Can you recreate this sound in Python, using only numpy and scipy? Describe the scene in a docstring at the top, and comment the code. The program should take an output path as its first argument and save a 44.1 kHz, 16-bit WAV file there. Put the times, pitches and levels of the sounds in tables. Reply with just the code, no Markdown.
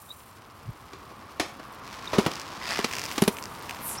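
"""A skater rolls past

An inline skater comes up across a concrete skatepark, passes close by and rolls away. The wheels drone, hiss on
the grit, scuff in a turn, tick as they slip and rattle, and clack on landings and joints. The ramps echo the
clacks and ticks, and a little wind rumbles on the microphone."""
import sys
import numpy as np
from scipy import signal
from scipy.fft import rfft, irfft, next_fast_len
from scipy.io import wavfile

SR = 44100
rng = np.random.default_rng(int(sys.argv[2]) if len(sys.argv) > 2 else 0)


def wav_out(sig):
    """Save sig, one row per channel (or a flat mono array), as 16-bit PCM at SR to the path in sys.argv[1]."""
    wavfile.write(sys.argv[1], SR, np.round(np.clip(np.atleast_2d(sig).T, -1, 1) * 32767).astype(np.int16))


N = 176400
T = np.arange(N) / SR

# How loud each sound is as time goes by. Each row: time in seconds, level in dB.
WIND_LEVELS = [(0, -59.5), (.62, -57.5), (.693, -30), (.72, -56), (2.4, -60), (4, -55)]
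AIRY_LEVELS = [(0, -54.5), (.22, -56.5), (.45, -64), (2.6, -65), (3.2, -45.5), (3.5, -55)]
GRIT_LEVELS = [(0, -61), (1.1, -58), (1.82, -55.5), (1.88, -47.5), (2.3, -40.5), (2.56, -47), (2.85, -40.5),
               (3.25, -41), (3.35, -55), (3.55, -52.5), (3.63, -46.5), (4, -47)]
SCUFF_LEVELS = [(2.6, -50), (2.63, -43.5), (2.71, -33.5), (2.75, -36), (2.78, -35), (2.86, -48.5)]
# The drone of the wheels. Each row: time in seconds, level in dB, pitch of their ring in Hz.
DRONE_CURVE = [(0, -54, 1080), (.4, -51.5, 1077), (1.6, -46.5, 1095), (2.2, -42, 1060), (3.2, -41.5, 1027),
               (3.45, -42.5, 969), (4, -41, 965)]

# The tone of each sound, from bass to treble. Each row: frequency in Hz, relative strength in dB.
WIND_TONE = [(28, -22), (95, -8), (165, -20), (1200, -79)]
AIRY_TONE = [(4000, -18), (8500, -2), (16000, -4.5)]
GRIT_TONE = [(600, -3.5), (2200, 2), (3700, -2), (5200, -1.5), (9000, -14), (16000, -20.5)]
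DRONE_TONE = [(30, -9), (80, -2), (230, 0), (550, -4), (1200, 1), (1700, -8.5), (5000, -23.5), (16000, -66)]
SCUFF_TONE = [(90, -16), (200, -26), (600, -3.5), (2300, -1), (6000, -9.5), (14000, -27)]
HIGH_TICK_TONE = [(2500, -23), (4900, 6), (9000, -9), (12500, -24)]
LOW_TICK_TONE = [(1100, -26), (2600, -11), (5500, -34.5)]
KNOCK_TONE = [(120, -9), (380, -1.5), (780, -3), (1200, -2.5), (1600, -13.5), (8000, -38)]
CRACK_TONE = [(600, -26.5), (1900, 5), (3200, 1.5), (5700, -1), (15000, -28)]
SPLASH_TONE = [(3500, 6), (8800, -1.5), (10300, 5.5), (15000, -10)]

# Thin squeaks, and a bright swish as the skater carves away. Each row: start and length in seconds,
# level in dB, first and last pitch in Hz, width of the band in Hz.
THIN_SQUEAKS = [(.078, 0.059, -40, 3600, 3980, 220), (2.071, 0.012, -36.5, 3800, 3580, 500),
                (3.97, .028, -33.5, 4930, 6020, 600)]
CARVING_SWISH = [(3.783, 0.22, -34.5, 13100, 7800, 5940)]
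# The squeal of the tread. Each row: pitch in Hz, width of the band in Hz, relative level in dB.
TREAD_SQUEALS = [(1850, 450, -6), (4900, 1000, -7)]
# Ticks of the wheels: slips of the tread, and at 2.34-2.42 s and 3.43-3.46 s a rattle once per turn of a wheel.
# Each row: start in seconds, relative levels of the high and low ring in dB.
WHEEL_TICKS = [(2.338, -32, -49), (2.356, -27, -66), (2.3979, -26.5, -43), (2.416, -29.5, -47),
               (2.9125, -39, -34), (2.9273, -28.5, -35), (2.935, -28, -31.5), (2.953, -26, -33),
               (2.967, -27, -34), (2.985, -24.5, -32.5), (2.9952, -24, -35), (3.017, -25.5, -39),
               (3.039, -24.5, -35), (3.0546, -24.5, -38), (3.0617, -26, -39), (3.1144, -29, -31.5),
               (3.369, -41, -36), (3.386, -46, -34.5), (3.4261, -28, -47), (3.4392, -27.5, -41.5),
               (3.456, -28.5, -42), (3.695, -44, -31.5), (3.7096, -38, -33)]
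# Hits on landings and joints. Each row: start in seconds, boot thump in dB, thump pitch in Hz,
# frame knock in dB, crack in dB, splash of grit in dB, fade time of those last three in seconds.
WHEEL_HITS = [(.932, -57, 300, -37.5, -42.5, -64, 0.0075), (1.106, -48, 203, -42.5, -55, -69, 0.011),
              (1.397, -14.5, 304, -21.5, -22.5, -33, 0.012), (1.596, -42, 302, -36.5, -48, -66, 0.0083),
              (2.131, -19, 274, -25, -32, -48, 0.037), (2.183, -2.5, 205.5, -19.5, -26, -32.5, 0.014),
              (2.262, -13, 163.4, -17.5, -25, -34, 0.0075), (2.277, -22, 312, -25, -46, -53, 0.008),
              (2.788, -19, 215.2, -22, -37, -34.5, 0.0077), (2.843, -16, 242, -26, -18.5, -31, 0.0055),
              (3.179, -21, 270, -23.5, -24, -32, 0.0075), (3.220, -3, 205, -17, -38, -19, 0.0051),
              (3.237, -35, 303, -32, -39, -22.5, 0.0017), (3.277, -7, 209.2, -19.5, -24.5, -19.5, 0.0066)]
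# How boot and frame ring. Each row: multiple of the thump pitch, relative dB, seconds to fade by 60 dB.
BOOT_RINGS = [(1, 5.5, 0.034), (1.92, 4, 0.03), (3.6, -16.5, 0.036)]

GRAINS_PER_S, GRAIN_SPREAD_DB, GRIT_FLUTTER_DB = 5000, 4.5, 1.3
WHEEL_RING_DB, WHEEL_RING_WIDTH_HZ, DRONE_FLUTTER_DB = -7, 220, 0.2
JUDDERS_PER_S, JUDDER_DB = 120, 7
HIGH_CLICK_BOOST_DB, LOW_CLICK_BOOST_DB = 13.5, 22
CLACK_RISE_S, CLACK_HOLD_S, THUMP_RISE_S = 0.0013, 0.0014, 0.0054
SPEED_M_PER_S, PASS_S, NEAREST_M = 5.4, 2.93, 2.24
ECHO_DB_AT_1_M, ECHO_FADE_S, ECHO_DELAY_S, ECHO_BAND_HZ = -25.5, 0.33, 0.0086, (326, 11300)
BASS_CUT_HZ, TREBLE_CUT_HZ = 40, 15900


def from_db(db):
    """Turn decibels into a number to multiply by."""
    return 10 ** (np.asarray(db) / 20)


def unit_power(x):
    """Scale a signal so that its average power is 1."""
    return x / np.sqrt(np.mean(x ** 2) + 1e-20)


def curves(rows):
    """Join the rows with straight lines: one curve for each column after the time."""
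    times, *columns = np.transpose(rows)
    return [np.interp(T, times, column) for column in columns]


def shape_tone(x, tone):
    """Filter a sound to follow a tone table; white noise keeps its power."""
    size = next_fast_len(N + SR // 2) * 2
    hz, db = np.transpose(tone)
    log_hz = np.log(np.fft.rfftfreq(size, 1 / SR) + 1)
    gain = unit_power(from_db(np.interp(log_hz, np.log(hz), db)))
    # These steps make the filter ring only after a hit, never before it.
    cepstrum = irfft(np.log(gain))
    cepstrum[1:size // 2] *= 2
    cepstrum[size // 2 + 1:] = 0
    return irfft(rfft(x, size) * np.exp(rfft(cepstrum)))[:N]


def drift(rate_hz):
    """A smooth random wobble, about 1 in size, at up to roughly this rate."""
    hz = np.fft.rfftfreq(N, 1 / SR)
    spectrum = rfft(rng.standard_normal(N)) / (1 + (hz / rate_hz) ** 4)
    return unit_power(irfft(spectrum, N))


def noise(tone):
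    """Steady noise with the given tone."""
    return shape_tone(rng.standard_normal(N), tone)


def noisy_ring(hz, width_hz):
    """A rough ringing note whose pitch may move."""
    phase = 2 * np.pi * np.cumsum(hz * np.ones(N)) / SR
    return unit_power(drift(width_hz / 2) * np.cos(phase) + drift(width_hz / 2) * np.sin(phase))


def bursts(rows, rise_s, hold_s):
    """Short bursts of noise. Each row: start in seconds, level in dB, fade time in seconds."""
    power = np.zeros(N)
    for start, db, fade_s in rows:
        age = T[T >= start][:SR // 4] - start
        shape = np.minimum(age / rise_s, 1) * np.exp(-np.maximum(age - hold_s, 0) / fade_s)
        power[np.searchsorted(T, start):][:len(age)] += (from_db(db) * shape) ** 2
    return np.sqrt(power) * rng.choice([-1, 1], N)


def wind():
    """Wind rumbles softly on the microphone, with one short puff."""
    return noise(WIND_TONE) * from_db(curves(WIND_LEVELS)[0])


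def ramp_echo(sound):
    """The ramps scatter sound back; the farther the skater, the larger the echo's share."""
    distance_m = np.hypot(NEAREST_M, SPEED_M_PER_S * (T - PASS_S))
    age = T[:SR // 2]
    tail = rng.standard_normal(len(age)) * from_db(-60 * age / ECHO_FADE_S) * (age > ECHO_DELAY_S)
    band = signal.butter(2, ECHO_BAND_HZ, "band", fs=SR, output="sos")
    tail = signal.sosfilt(band, tail / np.linalg.norm(tail))
    return from_db(ECHO_DB_AT_1_M) * signal.fftconvolve(sound * distance_m, tail)[:N]


def airy_hiss(flutter_db=2.8, bounce_gain=.4, bounce_delay_s=.00068):
    """The highest hiss of the wheels mixes with its own bounce off the ground."""
    hiss = noise(AIRY_TONE) * from_db(curves(AIRY_LEVELS)[0] + flutter_db * drift(50))
    return hiss + bounce_gain * np.interp(T - bounce_delay_s, T, hiss)


def grit_hiss():
    """The tread hits thousands of tiny, uneven grains, which blur into a hiss."""
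    sizes = from_db(GRAIN_SPREAD_DB * np.minimum(rng.exponential(1, N), 5))
    signs = rng.choice([-1, 1], N)
    grains = unit_power(sizes * signs * (rng.random(N) < GRAINS_PER_S / SR))
    loudness = from_db(curves(GRIT_LEVELS)[0] + GRIT_FLUTTER_DB * drift(51))
    return shape_tone(grains * loudness, GRIT_TONE)


def wheel_drone():
    """Rolling on concrete makes the wheels rumble and ring."""
    db, hz = curves(DRONE_CURVE)
    loudness = from_db(db + DRONE_FLUTTER_DB * drift(30))
    rumble = noise(DRONE_TONE)
    ring = from_db(WHEEL_RING_DB) * noisy_ring(hz, WHEEL_RING_WIDTH_HZ)
    return loudness * (rumble + ring)


def squeaks_and_swish():
    """Each squeak or swish swells and fades while its pitch slides."""
    out = np.zeros(N)
    for start, length, db, first_hz, last_hz, width_hz in THIN_SQUEAKS + CARVING_SWISH:
        progress = np.clip((T - start) / length, 0, 1)
        hz = first_hz + (last_hz - first_hz) * progress
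        out += from_db(db) * np.sin(np.pi * progress) ** 2 * noisy_ring(hz, width_hz)
    return out


def turn_scuff():
    """In the turn the tread grips and slips unevenly; each slip rasps and squeals."""
    turning = (T > SCUFF_LEVELS[0][0]) & (T < SCUFF_LEVELS[-1][0])
    slips_per_s = JUDDERS_PER_S * (1 + .5 * drift(JUDDERS_PER_S / 2))
    judder = np.sin(2 * np.pi * np.cumsum(slips_per_s) / SR)
    squeal = sum(from_db(db) * noisy_ring(hz, width_hz) for hz, width_hz, db in TREAD_SQUEALS)
    friction = turning * from_db(curves(SCUFF_LEVELS)[0] + JUDDER_DB * judder)
    rasp = shape_tone(friction * rng.standard_normal(N), SCUFF_TONE)
    return rasp + friction * squeal


def wheel_ticks(fade_s=.002):
    """Each tick of the wheels, whether a slip of the tread or a rattle once per turn of a wheel, is a click and
    a brief rasp that set off a high and a low ring."""
    starts, high_db, low_db = np.transpose(WHEEL_TICKS)
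    high_clicks, low_clicks = np.zeros((2, N))
    at = (starts * SR).astype(int)
    high_clicks[at] = from_db(high_db + HIGH_CLICK_BOOST_DB)
    low_clicks[at] = from_db(low_db + LOW_CLICK_BOOST_DB)
    rasp = bursts([(start, db, fade_s) for start, db in zip(starts, low_db)], rise_s=.0012, hold_s=.00033)
    return shape_tone(high_clicks + rasp, HIGH_TICK_TONE) + shape_tone(low_clicks + rasp, LOW_TICK_TONE)


def clacks():
    """Each hit thumps the boot, knocks the frame, cracks and throws up grit."""
    starts, thump_db, thump_hz, knock_db, crack_db, splash_db, fade_s = np.transpose(WHEEL_HITS)
    out = np.zeros(N)
    for start, db, hz in zip(starts, thump_db, thump_hz):
        age = T[T >= start][:SR // 4] - start
        thump = sum(from_db(db + ring_db - 60 * age / ring_s) * np.sin(2 * np.pi * hz * multiple * age)
                    for multiple, ring_db, ring_s in BOOT_RINGS)
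        out[np.searchsorted(T, start):][:len(age)] += thump * (1 - np.exp(-age / THUMP_RISE_S))
    for db, tone in ((knock_db, KNOCK_TONE), (crack_db, CRACK_TONE), (splash_db, SPLASH_TONE)):
        hits = bursts(zip(starts, db, fade_s), CLACK_RISE_S, CLACK_HOLD_S)
        out += shape_tone(hits, tone)
    return out


def scene():
    """Add the wind, the skater and the echo together in one channel."""
    contacts = clacks() + wheel_ticks()
    mix = wind() + wheel_drone() + grit_hiss() + turn_scuff()
    mix += contacts + ramp_echo(contacts)
    mix += airy_hiss() + squeaks_and_swish()
    return mix[None]


def record(dry):
    """The microphone drops the deepest bass, and the highest treble is cut steeply."""
    bass_cut = signal.butter(4, BASS_CUT_HZ, "high", fs=SR, output="sos")
    treble_cut = signal.ellip(12, .1, 90, TREBLE_CUT_HZ, fs=SR, output="sos")
    return signal.sosfilt(treble_cut, signal.sosfilt(bass_cut, dry))


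dry = scene()
out = record(dry)
wav_out(out)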